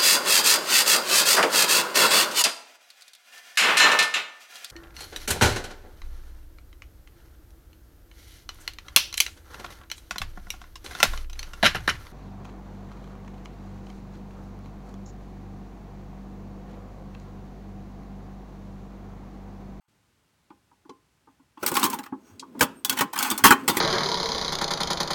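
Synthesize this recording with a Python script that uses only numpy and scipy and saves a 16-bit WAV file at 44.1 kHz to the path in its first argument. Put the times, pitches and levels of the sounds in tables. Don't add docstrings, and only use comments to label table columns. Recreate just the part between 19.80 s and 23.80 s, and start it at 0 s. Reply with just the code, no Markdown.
import sys
import numpy as np
from scipy import signal
from scipy.fft import rfft, irfft
from scipy.io import wavfile

SR = 44100
rng = np.random.default_rng(int(sys.argv[2]) if len(sys.argv) > 2 else 0)


def int16_out(signal):
    q = np.round(np.clip(np.atleast_2d(signal).T, -1, 1) * 32767)
    wavfile.write(sys.argv[1], SR, q.astype(np.int16))


N = 176400
T = np.arange(N) / SR
RING_T, CHATTER_T = T[:SR // 2], T[:SR // 12]
KNOCK_S, CUTOFF_HZ = 0.0065, 18200


def clacks():
    # start in seconds, chatter in seconds, cabinet, panel and steel levels in dB,
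    # favoured panel pitch in Hz.
    lever_blows = [(1.827, 0.013, -30, -31.5, -37, 1490), (1.915, 0.013, -28, -32, -59, 1010),
                   (1.966, 0.0048, -32, -20, -24, 1110), (2.029, 0.0071, -29, -21, -24.5, 1136),
                   (2.039, 0.02, -26, -25, -25.5, 1080), (2.13, 0.0053, -37.5, -28, -36.5, 975),
                   (2.141, 0.0046, -39, -37, -42, 960), (2.187, 0.0087, -37.5, -37, -41.5, 930),
                   (2.808, 0.0062, -22, -17.5, -20, 1355), (2.818, 0.014, -25.5, -23.5, -23, 1010),
                   (3.207, 0.0093, -26, -22.5, -24, 1140), (3.510, 0.0075, -29, -29, -26, 1110),
                   (3.637, 0.026, -16.5, -8, -10.5, 876), (3.662, 0.024, -23.5, -19, -19.5, 930),
                   (3.705, 0.0083, -20.5, -9.5, -19, 1360), (3.717, 0.011, -23, -16, -24, 1310),
                   (3.878, 0.008, -27, -24, -19.5, 1260), (3.889, 0.015, -27, -25, -24.5, 980),
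                   (3.965, 0.013, -27.5, -29.5, -24.5, 1150)]
    out = np.zeros(N)
    for start, length_s, cabinet_db, panel_db, steel_db, hz in lever_blows:
        force = chatter(length_s)
        focus = 0.024 / length_s * resonate(force, hz, q=6.5)
        add(out, start, force, cabinet, cabinet_db)
        add(out, start, force + focus, panel, panel_db)
        add(out, start, force, steel, steel_db)
    return out


def ticks():
    # start in seconds, steel level in dB.
    pawl_snaps = [(1.863, -23), (1.874, -33), (1.879, -31), (1.887, -33), (1.916, -35), (1.941, -33.5),
                  (1.995, -32.5), (2.040, -23), (2.064, -39), (2.100, -34.5), (2.141, -39.5),
                  (2.829, -33.5), (3.0479, -24), (3.096, -21), (3.389, -25.5), (3.427, -24.5), (3.502, -26),
                  (3.578, -29)]
    out = np.zeros(N)
    for start, db in pawl_snaps:
        force = signal.unit_impulse(len(CHATTER_T)) + unit(chatter(length_s=0.0035))
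        edge_hz = min(623 * 2 ** (-db / 10.5), CUTOFF_HZ / 2)
        add(out, start, thin_below(force, edge_hz, order=2), steel, db)
        add(out, start, force, panel, db - 11)
        add(out, start, force, cabinet, db - 22)
    return out


def rattles():
    # start in seconds, panel level in dB, steel level in dB.
    link_taps = [(1.874, -31.5, -36), (1.949, -28.5, -28.5), (2.231, -47.5, -49), (2.256, -44, -54.5),
                 (2.792, -44, -40), (3.123, -37, -35), (3.169, -32, -34), (3.186, -25.5, -27),
                 (3.329, -33, -37), (3.355, -30, -36), (3.373, -30.5, -34.5), (3.588, -35.5, -39)]
    out = np.zeros(N)
    for start, panel_db, steel_db in link_taps:
        force = chatter(length_s=0.011)
        add(out, start, force, steel, steel_db)
        add(out, start, force, panel, panel_db)
        add(out, start, force, cabinet, panel_db - 17)
    return out


def scrape():
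    # time in seconds, friction level in dB.
    rub_levels = [(1.75, -86), (1.84, -46), (1.91, -50), (1.98, -37), (2.02, -36.5), (2.09, -49),
                  (2.125, -41.5), (2.17, -57), (2.32, -83.5), (2.48, -65.5), (2.64, -77.5), (3.04, -77.5),
                  (3.11, -38.5), (3.16, -50), (3.22, -30.5), (3.26, -80), (3.38, -65), (3.395, -31.5),
                  (3.48, -34.5), (3.57, -49), (3.85, -60), (3.93, -41.5)]
    slips = np.interp(T, np.linspace(0, 4, 800), rng.standard_normal(800))
    gritty = grains(spread_db=8, size=N) * from_db(1.5 * slips)
    force = unit(gritty) * np.sqrt(N) * level(rub_levels)
    return signal.fftconvolve(force, steel() + from_db(4.5) * panel())[:N]


def cabinet_rumble():
    # time in seconds, level in dB.
    rumble_levels = [(1.75, -110), (1.83, -38.5), (2.1, -39), (2.28, -60), (2.72, -52.5), (2.8, -38),
                     (3.02, -57.5), (3.12, -37.5), (3.31, -57), (3.4, -38.5), (3.7, -45.5), (4.0, -33.5)]
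    return signal.fftconvolve(rng.standard_normal(N) * level(rumble_levels), cabinet())[:N]


def knocks():
    # start in seconds, cabinet level in dB, panel level in dB.
    nudges = [(0.701, -49.5, -50.5), (.912, -67, -59.5), (1.049, -52.5, -59), (1.091, -43.5, -45.5),
              (1.470, -56.5, -55.5), (1.595, -57, -65.5), (1.772, -49, -47), (2.321, -29.5, -38),
              (2.623, -49.5, -42), (2.746, -38, -49.5)]
    cabinet_hz, panel_hz, q = 310, 980, 2.02
    out = np.zeros(N)
    for start, cabinet_db, panel_db in nudges:
        force = chatter(KNOCK_S)
        add(out, start, resonate(force, cabinet_hz, q), cabinet, cabinet_db)
        add(out, start, resonate(resonate(force, panel_hz, q), panel_hz, q), panel, panel_db)
    return out


def table_bumps():
    # centre in seconds, level in dB.
    table_thuds = [(2.539, -49.5), (3.654, -34.5), (3.9, -36.5)]
    hz, half_length_s = 97.3, 0.022
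    return sum(from_db(db) * np.sin(2 * np.pi * hz * (T - centre)) * bell_fade(centre, half_length_s)
               for centre, db in table_thuds)


def clinks():
    # start in seconds, centre of the band in Hz, level in dB.
    coin_touches = [(0.7, 2600, -67), (1.092, 3520, -55), (1.774, 2770, -61.5), (2.594, 5280, -40.5)]
    out = np.zeros(N)
    for start, hz, db in coin_touches:
        force = resonate(chatter(KNOCK_S), hz, q=1.1)
        add(out, start, resonate(force, hz, q=1.1), steel, db)
    return out


def squeak():
    # centre in seconds, half length in seconds, pitch in Hz, level at the crest in dB.
    thin_whistles = [(2.141, .09, 13600, -62), (2.486, 0.043, 5800, -66), (2.482, 0.063, 6560, -69),
                     (2.987, .033, 8590, -60.5), (2.988, 0.039, 13900, -70)]
    width_hz = 76
    out = np.zeros(N)
    for centre, half_length_s, hz, db in thin_whistles:
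        tone = unit(resonate(rng.standard_normal(N), hz, hz / width_hz)) * np.sqrt(N)
        out += from_db(db) * tone * bell_fade(centre, half_length_s)
    return out


def cabinet():
    # pitch in Hz, relative level in dB, time to fall 60 dB in seconds.
    body_modes = [(210, -2, 0.16), (272.1, 4.5, 0.15), (313, -1.5, 0.12), (372.2, -4.5, 0.12),
                  (450.7, -4.5, 0.13)]
    # frequency in Hz, relative level in dB.
    body_colour = [(40, -15), (85, -22.5), (135, -16), (205, -2.5), (290, 3.5), (460, -7.5), (600, -14.5),
                   (2000, -76)]
    return part(body_modes, body_colour, modes_db=-3, t60=0.13, room_db=-15, low_hz=59)


def panel():
    # pitch in Hz, relative level in dB, time to fall 60 dB in seconds.
    panel_modes = [(819.5, -1.5, 0.15), (860, 0, 0.078), (954, 0.5, 0.095), (1040, -6.5, 0.24),
                   (1109.5, -2.5, 0.11), (1196, -0.5, 0.075), (1260, -3.5, 0.047), (1452, -1.5, 0.08),
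                   (1849, -12.5, 0.14)]
    # frequency in Hz, relative level in dB.
    panel_colour = [(500, -29.5), (700, -15.5), (830, 1), (1250, -1.5), (1700, -2.5), (2100, -9),
                    (2500, -7), (3400, -15), (6000, -50)]
    return part(panel_modes, panel_colour, modes_db=-1, t60=0.066, room_db=-17.5, low_hz=610)


def steel():
    # pitch before detuning in Hz, relative level in dB, time to fall 60 dB in seconds.
    steel_modes = [(3260, 0.78, 0.12), (4335, 2.9, 0.06)]
    # frequency in Hz, relative level in dB.
    steel_colour = [(1000, -32.5), (2000, 3), (3200, 1.5), (4300, -0.5), (5200, -1), (8500, 0.5),
                    (10400, -3.5), (13000, -1.5), (16800, -2), (18500, -21)]
    tuning = 2 ** (0.08 * rng.standard_normal())
    detuned = [(hz * tuning, db, t60) for hz, db, t60 in steel_modes]
    return part(detuned, steel_colour, modes_db=-10, t60=0.071, room_db=-27.5, low_hz=1270, crack=1.8)


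def part(modes, colour, modes_db, t60, room_db, low_hz, crack=0):
    clear = np.zeros(len(RING_T))
    for hz, db, ring_s in modes:
        gain = from_db(db + 1.5 * rng.standard_normal()) * rng.choice([-1, 1])
        clear += gain * np.sin(2 * np.pi * hz * RING_T) * dying(ring_s)
    first_instant = 1 + crack * np.exp(-RING_T / 0.0027)
    crowd = noise(colour, len(RING_T)) * dying(t60) * first_instant
    room = noise(colour, len(RING_T)) * (dying(t60=0.35) - dying(t60))
    room = signal.sosfilt(signal.butter(1, 5500, fs=SR, output="sos"), room)
    whole = from_db(modes_db) * unit(clear) + unit(crowd) + from_db(room_db) * unit(room)
    return unit(thin_below(whole, low_hz, order=3))


def chatter(length_s):
    age = CHATTER_T / length_s
    rise = np.minimum(age / 0.19, 1)
    return grains(spread_db=7, size=len(age)) * rise * np.exp(-age ** 2)


def grains(spread_db, size):
    return rng.standard_normal(size) * from_db(spread_db * np.minimum(rng.exponential(1, size), 5))


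def add(out, s, force, struck, db):
    sound = unit(signal.fftconvolve(force, struck())) * np.sqrt(SR / 50)
    start = int(s * SR)
    out[start:start + len(sound)] += from_db(db) * sound[:N - start]


def room_hush():
    # frequency in Hz, relative level in dB.
    hush_colour = [(25, -26), (55, 3.5), (100, 4.5), (280, -1.5), (500, -8), (1800, -10.5), (9000, -19),
                   (17000, -29.5)]
    return from_db(-69) * noise(hush_colour, N) * (T > 0.082)


def noise(spectrum, size):
    hz, db = np.transpose(spectrum)
    gain = from_db(np.interp(np.log(np.fft.rfftfreq(size, 1 / SR) + 1), np.log(hz), db))
    return unit(irfft(rfft(rng.standard_normal(size)) * gain, size)) * np.sqrt(size)


def resonate(x, hz, q):
    return signal.lfilter(*signal.iirpeak(hz, q, fs=SR), x)


def thin_below(x, hz, order):
    return signal.sosfilt(signal.butter(order, hz, "high", fs=SR, output="sos"), x)


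def dying(t60):
    return np.exp(-np.log(1000) * RING_T / t60)


def bell_fade(centre, half_length_s):
    return np.exp(-((T - centre) / half_length_s) ** 2)


def level(rows):
    return from_db(np.interp(T, *np.transpose(rows)))


def from_db(db):
    return 10 ** (np.asarray(db) / 20)


def unit(x):
    return x / np.sqrt(np.sum(x ** 2) + 1e-20)


def scene():
    hush = room_hush()
    contacts = clacks() + rattles() + knocks() + clinks() + ticks()
    rumble = cabinet_rumble()
    scraping = (scrape() + scrape()) / np.sqrt(2)
    return (contacts + scraping + rumble + squeak() + table_bumps() + hush)[None]


def record(dry):
    rounded = dry / (1 + dry ** 4) ** .25
    return signal.sosfilt(signal.cheby2(14, 60, CUTOFF_HZ, fs=SR, output="sos"), rounded)


dry = scene()
out = record(dry)
int16_out(out)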